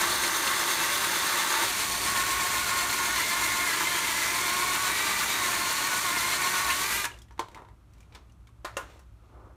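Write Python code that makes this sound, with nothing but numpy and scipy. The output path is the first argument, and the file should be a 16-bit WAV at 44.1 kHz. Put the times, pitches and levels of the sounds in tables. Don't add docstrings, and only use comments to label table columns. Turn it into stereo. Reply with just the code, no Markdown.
import sys
import numpy as np
from scipy import signal
from scipy.fft import rfft, irfft, next_fast_len
from scipy.io import wavfile

SR = 44100
rng = np.random.default_rng(int(sys.argv[2]) if len(sys.argv) > 2 else 0)


def amplitude_ratio(level_db):
    exponent = np.asarray(level_db, float) / 20
    return 10 ** exponent


def master(y):
    cut = np.clip(np.atleast_2d(y).T, -1, 1)
    pcm = np.round(cut * 32767)
    wavfile.write(sys.argv[1], SR, pcm.astype(np.int16))


N = 421579

# (frequency [Hz], level [dB])
HUM_SPECTRUM = [(12, -46.5), (20, -24.5), (40, -10), (60, 6), (81, -9.5), (113, 1), (125, -13.5),
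                (150, -12.5), (264, -22), (357, -38), (400, -46.5), (520, -70.5), (880, -120)]
# (time [s], level [dB])
HUM_LEVEL = [(0.0, -51), (1.28, -58.5), (1.97, -49), (2.88, -49), (2.98, -54), (6.3, -54.5), (6.73, -51),
             (9.56, -54)]
# (frequency [Hz], level [dB])
AIR_SPECTRUM = [(180, -31.5), (300, 0.5), (454, -10.5), (654, -9.5), (1340, -9), (1680, -17), (4790, -26),
                (11300, -27), (15800, -36.5)]
AIR_DB = -69

# (start [s], hold [s], peak [dB], bright over dull [dB])
SHUFFLE = [(7.097, 0.044, -56, -10), (7.4, .13, -69, -4), (7.58, .02, -52, -22), (7.95, 0.068, -74, -2),
           (8.153, 0.034, -60.5, -10), (8.66, .06, -73, -6), (8.797, 0.026, -54, -4),
           (8.9, 0.064, -63, -1.5), (9.24, .1, -67, -12), (9.37, 0.14, -57.5, -27)]
# (frequency [Hz], level [dB])
SCUFF_SPECTRUM = [(120, -51), (200, -14), (346, -2.5), (385, -5), (799, -10), (1000, -9), (1200, -8),
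                  (1460, -13), (1570, -19), (2600, -34.5), (3380, -66), (5720, -120)]
SHUFFLE_RISE_DB_PER_S, SHUFFLE_FALL_DB_PER_S = 250, 180
DULL_REST_DB, BRIGHT_REST_DB = -77, -79

GARAGE_T60_S, GARAGE_DB = 0.32, -16
WALL_ECHO_S, WALL_ECHO_DB = 0.018, -10

# (time [s], peak [dB], ring [Hz], edge [dB], crack [dB])
SET_DOWN = [(8.646, -26, 1000, -10, -20), (8.649, -26, 1150, -4, -12), (8.768, -21, 1100, -8, -9),
            (8.786, -39, 1400, -6, -20), (8.74, -49, 950, -15, -20), (8.899, -52, 600, -15, -20),
            (8.958, -51, 560, -18, -22), (8.992, -49.5, 1100, -17, -6)]
# (frequency [Hz], level [dB], t60 [s])
BOARD_MODES = [(370, -4, 0.12), (543, 10.5, 0.029), (1042, -4.5, 0.081), (1180, -6, 0.05), (468, -10, .07),
               (651, -19, .08), (1319, -11.5, .07), (2300, -9, .05), (1420, -3, 0.054), (1840, -2, .045),
               (2050, -5, .04), (3670, -3, .03), (4300, -5, .03), (2660, 5, 0.022)]
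# (time [s], peak [dB], ring [Hz], edge [dB], crack [dB])
KNOCKS = [(7.308, -38.5, 1100, -11, -24), (7.378, -39, 1340, -15, -24), (7.393, -12.5, 925, -9, -19.5),
          (7.484, -38, 918, -7, -15), (7.556, -36, 880, -14, -24), (7.565, -35.5, 960, -24, -28),
          (7.573, -33, 1240, -24, -26), (7.619, -34, 850, -24, -26), (7.649, -41, 1090, -18, -32),
          (7.686, -41, 1100, -15, -23), (7.592, -43, 1300, -22, -26), (8.148, -39, 1300, -2, -12),
          (8.151, -39, 3500, -3, -14), (8.158, -41, 1500, -6, -18)]
# (frequency [Hz], level [dB], t60 [s])
KNOCK_MODES = [(358, 0.5, 0.07), (450, -8, 0.1), (2150, -8, .04), (3700, -4, .025), (917, -3, 0.1),
               (1000, -5.5, .11), (1200, -10, 0.049), (1465, -16, 0.058)]
# (time [s], peak [dB], ring [Hz], edge [dB], crack [dB])
BRAKE = [
    (7.043, -17.5, 1700, -8, -9.5),
    (7.051, -19, 1480, -5, -6),
]
# (frequency [Hz], level [dB], t60 [s])
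BRAKE_MODES = [(933, -6, 0.14), (1639, -10, 0.16), (1700, -9, 0.16), (2250, -11, 0.045), (2900, -16, 0.11)]
# (time [s], peak [dB], ring [Hz], edge [dB], crack [dB])
TICKS = [(0.4735, -17, 2740, -1, -13), (1.5245, -21.5, 6400, -6, -9.5), (7.1157, -35, 2900, -14, -22),
         (7.1412, -37, 2800, -14, -23), (7.1624, -46, 2862, -14, -17), (7.1754, -49, 1980, -13, -9),
         (7.1871, -48, 3560, -17, -3), (7.218, -43.5, 3300, -22, -3.5), (7.2838, -53, 1920, -4, -14),
         (7.3224, -54, 5940, -15, -11), (7.5144, -57, 2210, 5, -1), (7.546, -37, 2100, -4, -11),
         (7.575, -40, 1800, -20, -22), (7.5914, -46, 1850, -16, -18), (7.9349, -58, 1900, -19, -1),
         (7.9808, -59, 2300, -10, -3), (8.0046, -50, 2420, -13, -4), (8.0292, -49, 2370, -12, -15),
         (8.1234, -47, 2310, -3, -20), (8.1404, -50, 2380, -8, -10), (8.297, -55, 2850, -10, -11),
         (8.3205, -55.5, 5950, -12, -8.5), (8.4711, -46.5, 2260, -5, -11), (8.49, -47, 1100, -20, -22),
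         (8.9344, -51, 2580, -6, -12), (8.968, -56, 2390, -7, -8)]
# (time [s], peak [dB], ring [Hz], edge [dB], crack [dB])
CHIPS = [(.0155, -20, 6000, -8, -4), (.1183, -22, 3980, -6, -8), (.2345, -20.5, 2200, -4, -9),
         (.246, -19, 4200, -4, -8), (.276, -19, 4300, -8, -8.5), (1.1562, -21, 2110, -5, -10),
         (1.2765, -23, 4000, -4, -11), (1.4733, -21, 4000, -10, -6.5), (3.1592, -18, 2100, -5, -14)]

SWARF_PER_S, SWARF_DB, SWARF_T60_S, SWARF_TILT_DB = 900, -42, 0.031, -2.5
# (start [s], end [s], centre [Hz], width [Hz], level [dB])
SQUEALS = [(0.0, 0.51, 6480.0, 180.0, -44.5), (0.0, 0.38, 4330.0, 200.0, -43.5),
           (0.0, 0.49, 9500.0, 180.0, -45), (0.0, 0.29, 8400.0, 230.0, -52), (0.0, 0.59, 3570, 170.0, -48),
           (0.51, 0.92, 6400.0, 180.0, -44), (0.81, 1.71, 3550, 170.0, -47),
           (1.29, 1.68, 6480.0, 200.0, -44), (1.43, 1.8, 3790.0, 180.0, -44),
           (1.57, 2.21, 4370.0, 170.0, -44), (1.78, 2.33, 8830.0, 230.0, -42.5),
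           (2.34, 3.66, 4330.0, 210.0, -51), (2.38, 3.24, 4280, 170.0, -49),
           (2.38, 3.64, 4310.0, 200.0, -47.5), (2.44, 3.11, 7490.0, 180.0, -47),
           (2.48, 4.32, 4160.0, 230.0, -49), (2.94, 3.3, 6540, 170.0, -42.5),
           (3.23, 3.56, 11170, 180.0, -53.0), (3.33, 3.57, 6805, 170.0, -46),
           (3.51, 3.85, 10000, 240.0, -47), (3.63, 3.97, 7280.0, 200.0, -46),
           (4.02, 4.33, 7170.0, 170.0, -46), (4.36, 4.86, 4330.0, 150.0, -44),
           (4.77, 5.17, 3848, 170.0, -41.5), (4.91, 5.34, 4700, 180.0, -46), (5.24, 5.5, 3777, 210.0, -40),
           (5.26, 6.18, 6700, 180.0, -52), (5.26, 6.13, 6800, 230.0, -48), (5.43, 6.04, 4350.0, 170.0, -46),
           (5.44, 6.03, 4350.0, 170.0, -42), (5.86, 6.68, 4133, 140.0, -46),
           (6.06, 6.36, 9930, 290.0, -49.0), (6.15, 6.53, 7593, 170.0, -49.0),
           (6.25, 6.6, 4330.0, 170.0, -43.0)]
# (start [s], end [s], centre [Hz], width [Hz], level [dB])
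SCRAPES = [(0.602, 1.0, 2670, 80, -44.5), (1.199, 1.5, 1770, 90, -42), (1.35, 1.68, 910, 73, -37),
           (5.332, 5.52, 2030, 80, -39), (6.683, 6.75, 2410, 900, -33), (6.801, 7.057, 12000, 2500, -41),
           (0, 1.85, 3480, 260, -45.5), (.8, 1.68, 4050, 220, -47), (0.3, 1.68, 11300, 600, -47.5),
           (3.65, 4.25, 3150, 320, -42), (4.2, 4.83, 3590, 230, -50), (1.9, 2.6, 7500, 300, -47),
           (6.25, 6.8, 6100, 250, -48), (3.7, 5.4, 2310, 86, -42.5), (2.9, 3.5, 3500, 200, -48),
           (.4, .6, 1100, 65, -39), (1.2, 1.66, 1090, 70, -46), (6.35, 6.5, 2310, 80, -42),
           (4.6, 4.8, 9200, 500, -48), (1.5, 4.2, 9700, 300, -52)]

# (frequency [Hz], level [dB])
UPPER_COLOUR = [(53, -53), (90, -14), (119, -17.5), (352, -8), (446, 0), (733, -15.5), (1080, -8.5),
                (1340, -9.5), (2120, -14), (2930, -15), (3560, -7), (5480, -11.5), (8630, -8.5),
                (14200, -16.5), (15800, -16)]
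# (frequency [Hz], level [dB])
LOWER_COLOUR = [(53, -47), (90, -14), (254, -16), (359, -10), (508, -12), (702, -10.5), (782, -5),
                (1080, -6), (1310, -7.5), (2070, -6.5), (2860, -13.5), (4230, -10), (9610, -14),
                (14200, -21), (15800, -22)]
# (centre [Hz], width [Hz], gain [dB])
UPPER_RINGS = [(348, 23, 10), (453, 100, -16), (900, 73, 6), (1030, 29, -7), (1086, 64, 5.5),
               (1760, 120, 4.5), (2100, 110, 6.5), (4370, 83, 7), (6320, 390, 4), (8000, 310, -5),
               (10320, 500, -6)]
# (centre [Hz], width [Hz], gain [dB])
LOWER_RINGS = [(107, 18, 2.5), (214.5, 18, 7), (293, 7.4, 11), (496, 77, -7), (781.5, 75, -22.5),
               (900, 78, 2), (2300, 68, 4), (2900, 200, 0.5), (4330, 130, 0.8), (5070, 1000, -5.5),
               (7950, 300, -3), (10480, 730, -5)]
# (low [Hz], high [Hz], level over mean feed [dB], share of feed swing [1],
# change as the hole deepens [dB/s], swell per chuck turn [dB])
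RATTLE_RANGES = [(80, 737, -12.5, 0.43, -0.23, 0.4), (823, 2580, -1.63, 1.07, -0.075, 0.64),
                 (2650, 22000, -1.4, 0.13, -0.0336, 0.8)]

# (multiple [1], upper hole [dB], lower hole [dB], line width [Hz], steady over shaken [1])
ROTOR_ORDERS = [(1, -52, -50.5, 33, 0.55), (2, -68, -53, 29, 0.85), (3, -45, -40.5, 40, 1.66),
                (4, -46.5, -44, 54, 1.45), (5, -45, -43, 58, 1.08), (6, -49, -41.5, 68, 0.66),
                (7, -47, -49.5, 42, .6), (9, -52, -59.5, 31, .6), (10, -47, -57.5, 79, .6)]
# (centre [Hz], width [Hz], gain [dB])
SHELL = [(724, 70, 5.5), (994, 73, -5.5), (1090, 74, 4), (1204, 98, -3.5), (1480, 81, 4), (1810, 100, 3),
         (2010, 70, 3.5), (2090, 110, 4.5), (2330, 100, 0), (4350, 140, 0)]
# (start [s], end [s], multiple [1], gain [dB])
SINGS = [(1.68, 2.05, 3, -4), (2.05, 2.75, 3, 2), (3.3, 3.596, 3, 1.5), (3.85, 4.3, 3, -2.5),
         (4.35, 4.92, 3, 2), (4.95, 5.401, 3, -1.5), (5.42, 5.9, 3, 0.5), (6.25, 6.76, 3, 2),
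         (0, .15, 3, 4), (1.05, 1.35, 3, -1), (0, 1.0, 4, 4), (1.0, 1.66, 4, -2), (1.68, 2.05, 4, -8),
         (2.08, 2.3, 4, 2), (2.55, 3.15, 4, 3), (3.75, 4.5, 4, -1.5), (4.6, 5.0, 4, 0.5),
         (5.0, 5.35, 4, -5), (5.4, 6.05, 4, 1.2), (6.3, 6.75, 4, 2), (.25, .85, 5, 3), (1.68, 2.05, 5, -5),
         (2.05, 2.25, 5, 2), (3.55, 4.2, 5, 1), (4.3, 4.9, 5, -3), (5.5, 6.1, 5, -0.5), (6.5, 6.75, 5, 2),
         (6.8, 7.0, 5, 2), (1.68, 2.3, 6, -6), (2.3, 3.05, 6, -1), (3.1, 3.75, 6, 3.5), (4.05, 4.3, 6, 4),
         (5.5, 6.05, 6, -5), (6.05, 6.45, 6, 5), (6.5, 6.762, 6, -4), (6.85, 7.041, 6, 3),
         (7.04, 7.07, 9, 21)]
SING_EDGE_S = 0.03
ORDERS_TRIM_DB, ORDERS_FOLLOW, ORDERS_WANDER_DB = -3, 0.5, 0.3

# (time [s], speed [Hz])
ROTOR_SPEED = [(0, 391.2), (1.66, 388.4), (1.72, 363.3), (2.25, 367.6), (2.6, 357), (2.97, 356.8),
               (3.45, 356.9), (4.08, 354), (4.5, 360.3), (4.86, 370), (5.11, 397), (5.3, 389), (5.45, 358),
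               (6.0, 371.6), (6.64, 374.5), (6.74, 362.3), (6.85, 394.3), (7.04, 400.6)]
# (time [s], sag [Hz], recovery [s], gain [dB])
BITES = [(3.2, 16, .12, 1), (3.71, 27, .1, 1.5), (4.121, 25, .16, 0), (6.1, 24, .3, -0.5),
         (6.22, 14, .08, -1.5), (4.25, 12, .06, -0.5), (3.97, 10, 0.0502, .6), (5.6, 10.02, .05, 1)]
# (time [s], level [dB])
FEED = [(0, -28.5), (.3, -29.5), (.9, -29), (1.3, -28.5), (1.64, -26.5), (1.69, -31.5), (2.03, -32),
        (2.08, -29.5), (2.6, -30.5), (3.3, -30.5), (4, -30), (4.6, -30), (5.3, -29), (5.7, -31), (6.1, -30),
        (6.7, -30), (6.76, -32), (7.0, -31.5)]
MOVE_S, GEAR_RATIO = 1.68, 45.18
CHUCK_UPPER_TURNS, CHUCK_LOWER_TURNS = -0.13, 0.41
CHUCK_SAG = 0.01296
RELEASE_S, RELEASE_DB_PER_S = 7.0, -120

SPLITS_PER_S, SPLIT_DB = 0.9, -2.5


def rms_one(x):
    return x / np.sqrt(np.mean(x ** 2) + 1e-20)


def in_time(curve):
    s, value = np.transpose(curve)
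    return np.interp(np.arange(N) / SR, s, value)


def drift(rate_hz):
    r = np.exp(-40 * np.pi * rate_hz / SR)
    slow = signal.lfilter([1], [1, -2 * r, r * r], rng.standard_normal(N // 20 + 3002))[3000:]
    return np.interp(np.arange(N) / 20, np.arange(len(slow)), rms_one(slow))


def band(x, low_hz, high_hz, order=2):
    edges_hz = [low_hz, min(high_hz, 0.45 * SR)]
    return signal.sosfilt(signal.butter(order, edges_hz, "band", fs=SR, output="sos"), x)


def bells_db(hz, rings):
    return sum(db / (1 + (2 * (hz - centre_hz) / width_hz) ** 2) for centre_hz, width_hz, db in rings)


def coloured(x, spectrum, rings=()):
    size = next_fast_len(N)
    hz = np.maximum(np.arange(size // 2 + 1) * SR / size, 1)
    spectrum_hz, spectrum_db = np.transpose(spectrum)
    level_db = np.interp(np.log(hz), np.log(spectrum_hz), spectrum_db) + bells_db(hz, rings)
    return irfft(rfft(x, size) * amplitude_ratio(level_db), size)[:N]


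def hum():
    rumble = rms_one(coloured(rng.standard_normal(N), HUM_SPECTRUM))
    hiss = rms_one(coloured(rng.standard_normal(N), AIR_SPECTRUM))
    return amplitude_ratio(in_time(HUM_LEVEL) + 0.5) * rumble + amplitude_ratio(AIR_DB) * hiss


def shuffle():
    t = np.arange(N) / SR
    dull_gain, bright_gain = amplitude_ratio(DULL_REST_DB), amplitude_ratio(BRIGHT_REST_DB)
    for s, hold_s, peak_db, bright_db in SHUFFLE:
        rise_db = SHUFFLE_RISE_DB_PER_S * np.maximum(s - t, 0)
        fall_db = SHUFFLE_FALL_DB_PER_S * np.maximum(t - s - hold_s, 0)
        move = amplitude_ratio(peak_db - rise_db - fall_db)
        dull_gain = dull_gain + move
        bright_gain = bright_gain + move * amplitude_ratio(bright_db)
    dull = rms_one(coloured(rng.standard_normal(N), SCUFF_SPECTRUM)) * amplitude_ratio(1.2 * drift(30))
    bright = coloured(rng.standard_normal(N), [(1200, 4), (2200, 7), (6000, -1), (15500, -15)],
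                      [(4900, 400, -8), (10400, 600, -17)])
    return dull_gain * dull + bright_gain * rms_one(bright) * amplitude_ratio(0.92 * drift(40.9))


def garage(x):
    t = np.arange(SR // 2) / SR
    tail = band(rng.standard_normal(len(t)), 180, 9100, order=1)
    tail = tail * amplitude_ratio(-60 * t / GARAGE_T60_S) * (t > 0.006)
    return amplitude_ratio(GARAGE_DB) * signal.fftconvolve(x, tail / np.linalg.norm(tail))[:N]


def wall_echo(x):
    lag = round(WALL_ECHO_S * SR)
    return x + amplitude_ratio(WALL_ECHO_DB) * band(np.pad(x, (lag, 0))[:N], 300, 2100, order=1)


def knocks(events, modes, ring_db, body_db, decay_s):
    out = np.zeros(N + SR)
    t = np.arange(round(4 * decay_s * SR)) / SR
    fade_db = -60 * t / decay_s
    for s, peak_db, ring_hz, edge_db, crack_db in events:
        noise = rng.standard_normal(len(t))
        blow = amplitude_ratio(ring_db) * np.sin(2 * np.pi * ring_hz * t) * amplitude_ratio(fade_db / 0.5)
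        for hz, mode_db, t60_s in modes:
            chance = rng.standard_normal()
            nearness_db = -5 * abs(np.log2(hz / ring_hz))
            tone = np.sin(2 * np.pi * hz * (1 + 0.0118 * chance) * t)
            blow += amplitude_ratio(mode_db - 9 + nearness_db + 1.4 * chance) * tone * amplitude_ratio(fade_db * 0.052 / t60_s)
        body = rms_one(band(noise, 0.66 * ring_hz, 1.71 * ring_hz))
        edge = rms_one(band(noise, 1300, 4660))
        crack = rms_one(band(noise, 4200, 8000, order=1))
        blow += amplitude_ratio(body_db) * body * amplitude_ratio(fade_db / 2.67)
        blow += amplitude_ratio(edge_db - 7) * edge * (amplitude_ratio(fade_db / 0.5) + amplitude_ratio(-9.5) * amplitude_ratio(fade_db / 2.8))
        blow += amplitude_ratio(crack_db - 4.5) * crack * (amplitude_ratio(fade_db / 0.5) + amplitude_ratio(-7.5) * amplitude_ratio(fade_db / 2.4))
        at = round(s * SR)
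        out[at:at + len(t)] += amplitude_ratio(peak_db) * blow * np.minimum(t / 0.00086, 1)
    return out[:N]


def swarf(runout):
    hit = rng.random(N) < SWARF_PER_S * amplitude_ratio(1.5 * runout) / SR
    sizes = amplitude_ratio(3.1 * np.minimum(rng.exponential(1, N), 4)) * hit
    dealt = rng.integers(0, 24, N)
    modes_hz = np.geomspace(2700, 14000, 24) * rng.uniform(0.97, 1.03, 24)
    r = amplitude_ratio(-60 / (SWARF_T60_S * SR))
    out = np.zeros(N)
    for k, hz in enumerate(modes_hz):
        w = 2 * np.pi * hz / SR
        hits = sizes * (dealt == k) + 1e-18
        ring = signal.lfilter([0, np.sin(w)], [1, -2 * r * np.cos(w), r * r], hits)
        out += amplitude_ratio(SWARF_TILT_DB * np.log2(hz / 2700)) * ring
    return amplitude_ratio(SWARF_DB) * rms_one(out)


def squeals():
    out = np.zeros(N)
    for start_s, end_s, hz, width_hz, level_db in [*SQUEALS, *SCRAPES]:
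        first, count = round(start_s * SR), round((end_s - start_s) * SR)
        noise = rng.standard_normal(count + 2000)
        tone = rms_one(band(noise, hz - width_hz / 2, hz + width_hz / 2)[2000:])
        out[first:first + count] += amplitude_ratio(level_db) * tone * np.sqrt(np.hanning(count))
    return out


def rattle(turns, at_lower, mean_db, feed_db, runout):
    t = np.arange(N) / SR
    chatter_db = 1.1 * drift(400) + 0.3 * drift(35)
    bunching = 1 + 0.14 * np.cos(2 * np.pi * turns)
    contacts = rng.standard_normal(N) * amplitude_ratio(chatter_db) * bunching
    upper = coloured(contacts, UPPER_COLOUR, UPPER_RINGS)
    lower = coloured(contacts, LOWER_COLOUR, LOWER_RINGS)
    out = np.zeros(N)
    for low_hz, high_hz, trim_db, share, db_per_s, runout_db in RATTLE_RANGES:
        upper_part = rms_one(band(upper, low_hz, high_hz, order=3))
        lower_part = rms_one(band(lower, low_hz, high_hz, order=3))
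        part = upper_part * (1 - at_lower) + lower_part * at_lower
        flutter_db = share * 0.73 * drift(18) + 0.33 * drift(13) + runout_db * runout
        out += amplitude_ratio(mean_db + trim_db + share * feed_db + db_per_s * t + flutter_db) * part
    return out


def rotor(speed_hz, turns, at_lower, feed_db):
    t, grid_hz = np.arange(N) / SR, np.arange(0, 6000, 5)
    lift_db = bells_db(grid_hz, SHELL)
    out = np.zeros(N)
    for order, upper_db, lower_db, width_hz, steady in ROTOR_ORDERS:
        phase = 2 * np.pi * order * turns
        shaken = (steady + drift(width_hz * 0.73)) * np.cos(phase) + drift(width_hz * 0.9) * np.sin(phase)
        sings_db = np.zeros(N)
        for start_s, end_s, sung, gain_db in SINGS:
            if sung == order:
                corners_s = [start_s - SING_EDGE_S, start_s, end_s, end_s + SING_EDGE_S]
                sings_db += gain_db * np.interp(t, corners_s, [0, 1, 1, 0])
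        hole_db = upper_db + (lower_db - upper_db) * at_lower
        shell_db = np.interp(order * speed_hz, grid_hz, lift_db)
        load_db = ORDERS_TRIM_DB + shell_db + ORDERS_FOLLOW * feed_db
        wander_db = ORDERS_WANDER_DB * drift(0.98) + 0.17 * order * drift(10)
        out += amplitude_ratio(hole_db + load_db + sings_db + wander_db) * shaken
    return out


def drill():
    t = np.arange(N) / SR
    speed_hz, bite_db = in_time(ROTOR_SPEED), 0
    for s, sag_hz, recovery_s, gain_db in BITES:
        grip = np.exp(-np.maximum(t - s, 0) / recovery_s) * np.clip((t - s) / 0.04 + 1, 0, 1)
        speed_hz = speed_hz - sag_hz * grip
        bite_db = bite_db + gain_db * grip
    chuck_start = np.where(t < MOVE_S, CHUCK_UPPER_TURNS, CHUCK_LOWER_TURNS)
    chuck_turns = np.cumsum(speed_hz) / SR / GEAR_RATIO + chuck_start
    runout = np.cos(2 * np.pi * chuck_turns) * (1 + 0.33 * drift(3.25))

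    braked = np.clip(1 - (t - 7.045) / 0.055, 0.1, 1)
    speed_hz = speed_hz * braked * (1 - CHUCK_SAG * runout)
    turns = np.cumsum(speed_hz * (1 + 0.0039 * drift(15.23) + 0.003 * drift(4))) / SR
    at_lower = np.clip((t - MOVE_S) / 0.01, 0, 1)
    mean_db = np.mean(FEED, axis=0)[1]
    feed_db = in_time(FEED) - mean_db

    wobble = amplitude_ratio(bite_db + 0.35 * runout)
    spinning = amplitude_ratio(-1500 * np.maximum(t - 7.062, 0) + RELEASE_DB_PER_S * np.clip(t - RELEASE_S, 0, 0.04))
    cutting = amplitude_ratio(-1200 * np.maximum(t - 7.058, 0) + RELEASE_DB_PER_S * np.maximum(t - RELEASE_S, 0))
    whine = spinning * rotor(speed_hz, turns, at_lower, feed_db)
    grind = cutting * (rattle(turns, at_lower, mean_db, feed_db, runout) + swarf(runout))
    return wobble * whine + grind + amplitude_ratio(2.5 * runout) * squeals()


def scene():
    hub = knocks(KNOCKS, KNOCK_MODES, ring_db=-11, body_db=-17.5, decay_s=0.045)
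    board = knocks(SET_DOWN, BOARD_MODES, ring_db=-14, body_db=-13, decay_s=0.084)
    brake = knocks(BRAKE, BRAKE_MODES, ring_db=-7, body_db=-18, decay_s=0.057)
    ticks = knocks([*TICKS, *CHIPS], [], ring_db=-4.5, body_db=-28, decay_s=0.049)
    near = drill() + wall_echo(hub + board) + brake + ticks
    mono = near + garage(near) + shuffle() + hum()
    return np.array([mono, mono])


def top_cut(x):
    return signal.sosfilt(signal.butter(12, 15840, fs=SR, output="sos"), x)


def record(dry):
    cut = signal.sosfilt(signal.cheby2(16, 60, 16050, fs=SR, output="sos"), dry)
    spells = rng.random(N // 1024 + 2) < SPLITS_PER_S * 1024 / SR
    split = np.interp(np.arange(N) / 1024, np.arange(len(spells)), spells * 1.0)
    treble = band(np.roll(cut[0], 700), 4200, 15800, order=8)
    apart = treble * split * amplitude_ratio(SPLIT_DB)
    return top_cut(cut + apart * [[1], [-1]])


dry = scene()
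out = record(dry)
master(out)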